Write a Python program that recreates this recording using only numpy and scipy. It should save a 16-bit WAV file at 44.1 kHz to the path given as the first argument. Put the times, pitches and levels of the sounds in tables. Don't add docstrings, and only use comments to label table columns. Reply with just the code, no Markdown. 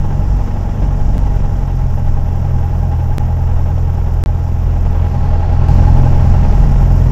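import sys
import numpy as np
from scipy import signal
from scipy.fft import rfft, irfft, next_fast_len
from scipy.io import wavfile
from scipy.ndimage import uniform_filter1d, map_coordinates

SR = 44100
rng = np.random.default_rng(int(sys.argv[2]) if len(sys.argv) > 2 else 0)


def gain_from_decibels(decibels):
    exponent = np.asarray(decibels, float) / 20
    return 10 ** exponent


def transcribe(signal):
    frames = np.atleast_2d(signal).T
    limited = np.clip(frames, -1, 1)
    pcm = np.round(limited * 32767).astype(np.int16)
    wavfile.write(sys.argv[1], SR, pcm)


N = 313551

# start_s, speed_rpm
SHAFT_SPEED = [(0.0, 1375.9), (0.6, 1387.1), (1.2, 1384.0), (1.8, 1300.7), (2.7, 1266.7), (3.0, 1254.2),
               (4.2, 1250.5), (4.5, 1258.0), (4.8, 1250.3), (5.1, 1262.6), (5.4, 1252.9), (5.7, 1288.7),
               (6.3, 1283.2), (6.6, 1290.6), (7.11, 1280.8)]
# start_s, silence_s, fade_in_s, skipped_turns, cut_swing (sample value), return_swing (sample value)
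JUMPS = [
    (1.18095, .0015, .004, .0375, -.17, 0),
    (3.18295, .006, .006, .0125, .5, 0),
    (4.23865, .0213, .0001, -.4325, .3, .36),
    (5.68545, -1, .0001, .4475, 0, 0),
]
ORDER_LEADS = [
    (1, .45, -.1),
    (2, .27, -.22),
    (4, 0, 0),
    (6, -.02, .12),
]
# shaft_order, level_db (over the wash)
WEAK_ORDERS = [(3, 2.5), (5, -13.5), (7, -12.5), (8, -10), (9, -13), (10, -7), (11, -15.5), (12, -12.5),
               (14, -19.5)]
# pitch_hz, level_db (per Hz)
WASH_COLOUR = [(30, -29.5), (50, -1), (70, -10), (110, -9.5), (150, -8), (190, -13.5), (240, -18.5),
               (330, -30), (600, -63), (1200, -120)]
# pitch_hz, level_db (per Hz)
ROAR_COLOUR = [(140, -27.5), (240, -2), (340, 0.5), (450, 1), (600, -5), (830, -3), (1200, -11.5),
               (1600, -15), (2100, -20), (2700, -22), (3300, -26), (3900, -31), (4600, -41), (7000, -100)]
# pitch_hz, level_db (per Hz)
HISS_COLOUR = [(2500, -40), (3800, -14), (4400, -11), (4900, -4), (5500, 0), (6400, -5), (7300, -6),
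               (7900, -12), (8600, -19.5), (10000, -22.5), (11000, -19), (13000, -19), (15000, -22)]
# pitch_hz, width_hz, level_db
PANEL_MODES = [(626, 82, -2.5), (924, 39, -3), (1075, 17, -3.5), (1332, 72, -4.5), (1700, 17, -12),
               (1897, 60, -3), (2800, 640, -14)]
CYLINDER_DB = [-.8, 0, .8, -.3]
# pitch_hz, width_hz, level_db, shaft_angle_turns, sharpness (ratio)
WHISTLE_BANDS = [
    (14500, 1000, -4, .19, .95),
    (13600, 1000, -3.5, .25, .85),
    (12600, 1000, -2, .36, .4),
    (12000, 900, 0, .46, .35),
]
# pitch_hz, level_db (per Hz)
DRAUGHT_COLOUR = [(150, -42), (400, 6.5), (1200, 0.5), (2500, 4.5), (3400, -9), (4300, 4), (5200, -1),
                  (7000, -11), (9000, -29), (12000, -47)]
# pitch_hz, level_db, shaft_angle_turns, beat_depth_db
RINGING_PANELS = [
    (822, 0, 1.2, 3.8),
    (610, -7, 1.05, 4),
    (690, -12, .5, 3),
    (1070, -17, 1.6, 2),
    (1580, -19, 1.3, 3),
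]
# pitch_hz, level_db (per Hz)
BUFFET_COLOUR = [(4, -16), (12, -4), (20, 0), (32, 0), (42, -8), (60, -40), (120, -120)]
# start_s, vent_opening (0-1), panel_rattle_db
CABIN_STATE = [(0, 0.15, -0.5), (.9, 0.16, 2), (1.3, 0.1, 1), (1.8, 0, 0), (3.1, 0.08, 2), (3.7, 0.1, -1),
               (4.2, 0.11, 0.5), (4.55, .05, -1), (4.85, 0.45, -2), (5.15, 0.91, 3), (5.45, 0.98, 6),
               (5.68, 1, 5), (5.9, 0.9, 8), (6.15, .8, 5.5), (6.5, 0.94, 4.5), (6.9, 0.5, -1.5),
               (7.11, 0.5, -6)]
# idle_db, faster_db (per 100 rpm), vent_db (fully open), louder_db (once the scene changes)
ORDER_LEVELS = [
    (-19, 1, 2, 3),
    (-21, 4, 2.5, 4.5),
    (-15.5, -4.5, .5, 3.5),
    (-21.5, -2, -.5, 7),
]
WASH_LEVEL = (-31.5, 2.5, 3, 4)
ROAR_LEVEL = (-31.5, 1, 4.5, 2.5)
HISS_LEVEL = (-55.5, 1.5, 0.8, 4.5)
WHISTLE_LEVEL = (-59.5, -2.5, -3, 4)
DRAUGHT_LEVEL = (-75.5, 0, 27.5, 2)
RING_LEVEL = (-36.5, -0.2, .1, 1.2)
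# centre_s, firing_order_db, shaft_order_db
GUST_LURCHES = [(.05, -11.5, 3.5), (.75, 0.5, -11), (1.2, 0, 2.5), (1.8, 7, -6.5), (2.05, -7, 8),
                (2.4, -3, 4), (2.8, 6.5, -11), (3.2, -2, 1), (3.6, 3.5, -2), (4.15, 7, -7), (4.4, -4.5, 3),
                (4.65, 7.5, -8), (4.85, 0, 2), (5.05, 2.5, -7), (5.74, 4, -3), (5.95, 0, 4.5),
                (6.15, -6, 2.5), (6.45, 3.5, 0), (6.7, 3, 1.5), (7, 4, -11)]
# centre_s, order_4_db, order_6_db
BOOM_SWAYS = [(.1, 2, -4.5), (.6, 1.5, -15), (1.7, -1.5, 1.5), (2.6, 1, 1.5), (3.2, 0, 4), (4.2, .5, -6.5),
              (5, 2.5, -3.5), (5.2, -1.5, 2), (5.42, 0, -5), (5.62, 4, 3), (5.8, 2.5, 1), (5.95, 1, 3),
              (6.55, -3.5, -4), (6.72, -3.5, -1), (7.1, 0, 1.5)]
# start_s, peak_db
FITTING_TICKS = [
    (5.2344, -32),
    (6.157, -29),
]
# start_s, end_s (of its onset)
MUFFLE_ONSET = (5.15, 5.3)


def unit(x):
    return x / np.sqrt(np.mean(x ** 2) + 1e-20)


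def curves(rows):
    s, *cols = np.transpose(rows)
    return [np.interp(np.arange(N) / SR, s, c) for c in cols]


def swells(rows, width_s):
    t = np.arange(0, N + 64, 64) / SR
    s, *cols = np.transpose(rows)
    bells = np.exp(-.5 * ((t[:, None] - s) / width_s) ** 2)
    return [np.interp(np.arange(N) / SR, t, bells @ c) for c in cols]


def wobble(rate):
    coarse = np.arange(0, N + 16, 16)
    knots = rng.standard_normal(int(N * rate / SR) + 4)
    return np.interp(np.arange(N), coarse, map_coordinates(knots, [coarse * rate / SR]))


def filtered(x, response):
    m = next_fast_len(N + 8192)
    spectrum = rfft(x, m) * response(np.fft.rfftfreq(m, 1 / SR))
    return unit(irfft(spectrum, m)[:N])


def colour(points):
    f, db = np.transpose(points)
    return lambda hz: gain_from_decibels(np.interp(np.log(hz + 1), np.log(f + 1), db))


def mode(hz, centre_hz, width_hz):
    return 1j * hz * width_hz / (centre_hz ** 2 - hz ** 2 + 1j * hz * width_hz)


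def level(law):
    idle_db, faster_db, vent_db, louder_db = law
    rpm, = curves(SHAFT_SPEED)
    vent_opening = curves(CABIN_STATE)[0]
    changed = np.arange(N) / SR > JUMPS[-1][0]
    return idle_db + faster_db * (rpm - 1260) / 100 + vent_db * vent_opening + louder_db * changed


def muffle():
    t = np.arange(N) / SR
    return np.interp(t, MUFFLE_ONSET, [0, -3]) * (t <= JUMPS[-1][0])


def crank():
    rpm, = curves(SHAFT_SPEED)
    turns = np.cumsum(rpm) / 60 / SR - .0325
    skips = sum(skip * (np.arange(N) / SR > s) for s, _, _, skip, *_ in JUMPS)
    return rpm, turns + skips


def boom(rpm, turns):
    firing_db, shaft_db = swells(GUST_LURCHES, .12)
    sways_db = swells(BOOM_SWAYS, 0.071)
    changes_db = [shaft_db, firing_db, *sways_db]
    tones = 0
    for (order, lead, drift), law, change_db, waver in zip(
            ORDER_LEADS, ORDER_LEVELS, changes_db, [0.075, 0.07, 0.036, 0.05]):
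        angle = order * turns + lead + drift * (rpm - 1260) / 100 + waver * wobble(11)
        db = level(law) + change_db + 2.5 + 23.2 * waver * wobble(7)
        tones = tones + gain_from_decibels(db) * np.cos(2 * np.pi * angle)

    buffet = filtered(rng.standard_normal(N), colour(BUFFET_COLOUR))
    tones = tones + gain_from_decibels(level(ORDER_LEVELS[0]) + .4 * shaft_db - 3) * buffet

    wash_db = level(WASH_LEVEL)
    for order, db in WEAK_ORDERS:
        angle = order * turns - .4 + 0.071 * wobble(4.5)
        tones = tones + gain_from_decibels(wash_db + db + 2 * wobble(5)) * np.cos(2 * np.pi * angle)

    join = round(JUMPS[-1][0] * SR) + 1
    step = tones[join + 1] - tones[join - 2] + .09
    offset = np.arange(N) - join
    return tones - step * np.exp(-np.abs(offset) / 90) * np.sign(offset + .5) / 2


def puffs(turns, fall_db, scatter_db):
    firing = 2 * turns + 8.3
    number = firing.astype(int)
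    size_db = np.array(CYLINDER_DB)[number % 4] + scatter_db * rng.standard_normal(400)[number]
    return uniform_filter1d(gain_from_decibels(size_db - fall_db * (firing - number)), size=160)


def panel_roar(turns):
    shake = puffs(turns, fall_db=1.5, scatter_db=.8) * gain_from_decibels(1.3 * wobble(150)) * rng.standard_normal(N)

    def response(hz):
        modes = sum(gain_from_decibels(db) * mode(hz, c, w) for c, w, db in PANEL_MODES)
        return colour(ROAR_COLOUR)(hz) * (1 + modes)

    return gain_from_decibels(level(ROAR_LEVEL) - 2.5) * filtered(shake, response)


def panel_ring(rpm, turns):
    t, ring = np.arange(N) / SR, 0
    uneven = 1 - (rpm - 1260) / 260
    for hz, db, angle, beat_db in RINGING_PANELS:
        turn = (turns - angle + 2.5).astype(int)
        start = uniform_filter1d(np.exp(2j * np.pi * rng.random(200))[turn], size=300)
        tone = np.real(start * np.exp(2j * np.pi * (hz * t + .13 * wobble(90))))
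        once_a_cycle = uneven * np.cos(np.pi * (turns - angle))
        once_a_turn = .75 * np.cos(2 * np.pi * (turns - angle))
        size_db = beat_db * (1 + .15 * wobble(3)) * (once_a_cycle + once_a_turn)
        size_db = size_db + 2.2 * wobble(80) + .5 * wobble(14)
        ring = ring + gain_from_decibels(db) * unit(gain_from_decibels(size_db) * tone)
    rattle_db = curves(CABIN_STATE)[1]
    return gain_from_decibels(level(RING_LEVEL) + rattle_db - 1) * ring


def propeller_wash():
    wash = filtered(gain_from_decibels(wobble(9.5)) * rng.standard_normal(N), colour(WASH_COLOUR))
    return gain_from_decibels(level(WASH_LEVEL) + 7) * wash


def whistle(turns):
    air = 0
    for hz, width_hz, db, angle, sharp in WHISTLE_BANDS:
        gate = np.exp(sharp * np.cos(2 * np.pi * (turns - angle)))
        gate = gate * gain_from_decibels(2.5 * wobble(200) + 1.5 * wobble(25))
        band = filtered(gate * rng.standard_normal(N), lambda f: mode(f, hz, width_hz) ** 2)
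        air = air + gain_from_decibels(db + 2 * sharp * muffle()) * band
    return gain_from_decibels(level(WHISTLE_LEVEL) - 1.0) * unit(air)


def ticks():
    out, t = np.zeros(N), np.arange(2048) / SR
    t60_s = .012
    for s, db in FITTING_TICKS:
        click = uniform_filter1d(rng.standard_normal(len(t)), size=6)
        out[round(s * SR):][:len(t)] += gain_from_decibels(db - 7 - 60 * t / t60_s) * click
    return out


def air_hiss(turns):
    throb_db = .6 * np.cos(4 * np.pi * turns) + .6 * wobble(25) + wobble(300)
    air = filtered(gain_from_decibels(throb_db) * rng.standard_normal(N), colour(HISS_COLOUR))
    return gain_from_decibels(level(HISS_LEVEL) + 1.5 + .5 * muffle()) * air


def draught():
    gusts_db = .8 * wobble(18) + wobble(150)
    air = filtered(gain_from_decibels(gusts_db) * rng.standard_normal(N), colour(DRAUGHT_COLOUR))
    return gain_from_decibels(level(DRAUGHT_LEVEL)) * air


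def scene():
    rpm, turns = crank()
    engine = boom(rpm, turns) + panel_roar(turns) + panel_ring(rpm, turns)
    air = propeller_wash() + whistle(turns) + air_hiss(turns) + draught()
    return (engine + air + ticks())[None]


def top_cut(x):
    return signal.sosfilt(signal.butter(12, 15750, fs=SR, output="sos"), x)


def record(dry):
    size = np.sqrt(np.mean(dry ** 2))
    x = size * filtered(dry[0], colour([(14700, 0), (15100, -6), (15500, -40)]))
    x = np.clip(x, -.995, .995)
    t = np.arange(N) / SR

    def near(s):
        return np.exp(-((t - s) / .003) ** 2)

    for s, silence, fade, _, cut, resume in JUMPS[:-1]:
        back_s = s + silence
        x = x + (cut - x[int(s * SR)]) * near(s) * (t <= s)
        x = x + (resume - x[int(back_s * SR) + 1]) * near(back_s) * (t > s)
        rise = np.clip((t - s - silence) / fade, 0, 1)
        x = x * np.where(t > s, rise * rise, 1)
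    return top_cut(x[None])


dry = scene()
out = record(dry)
transcribe(out)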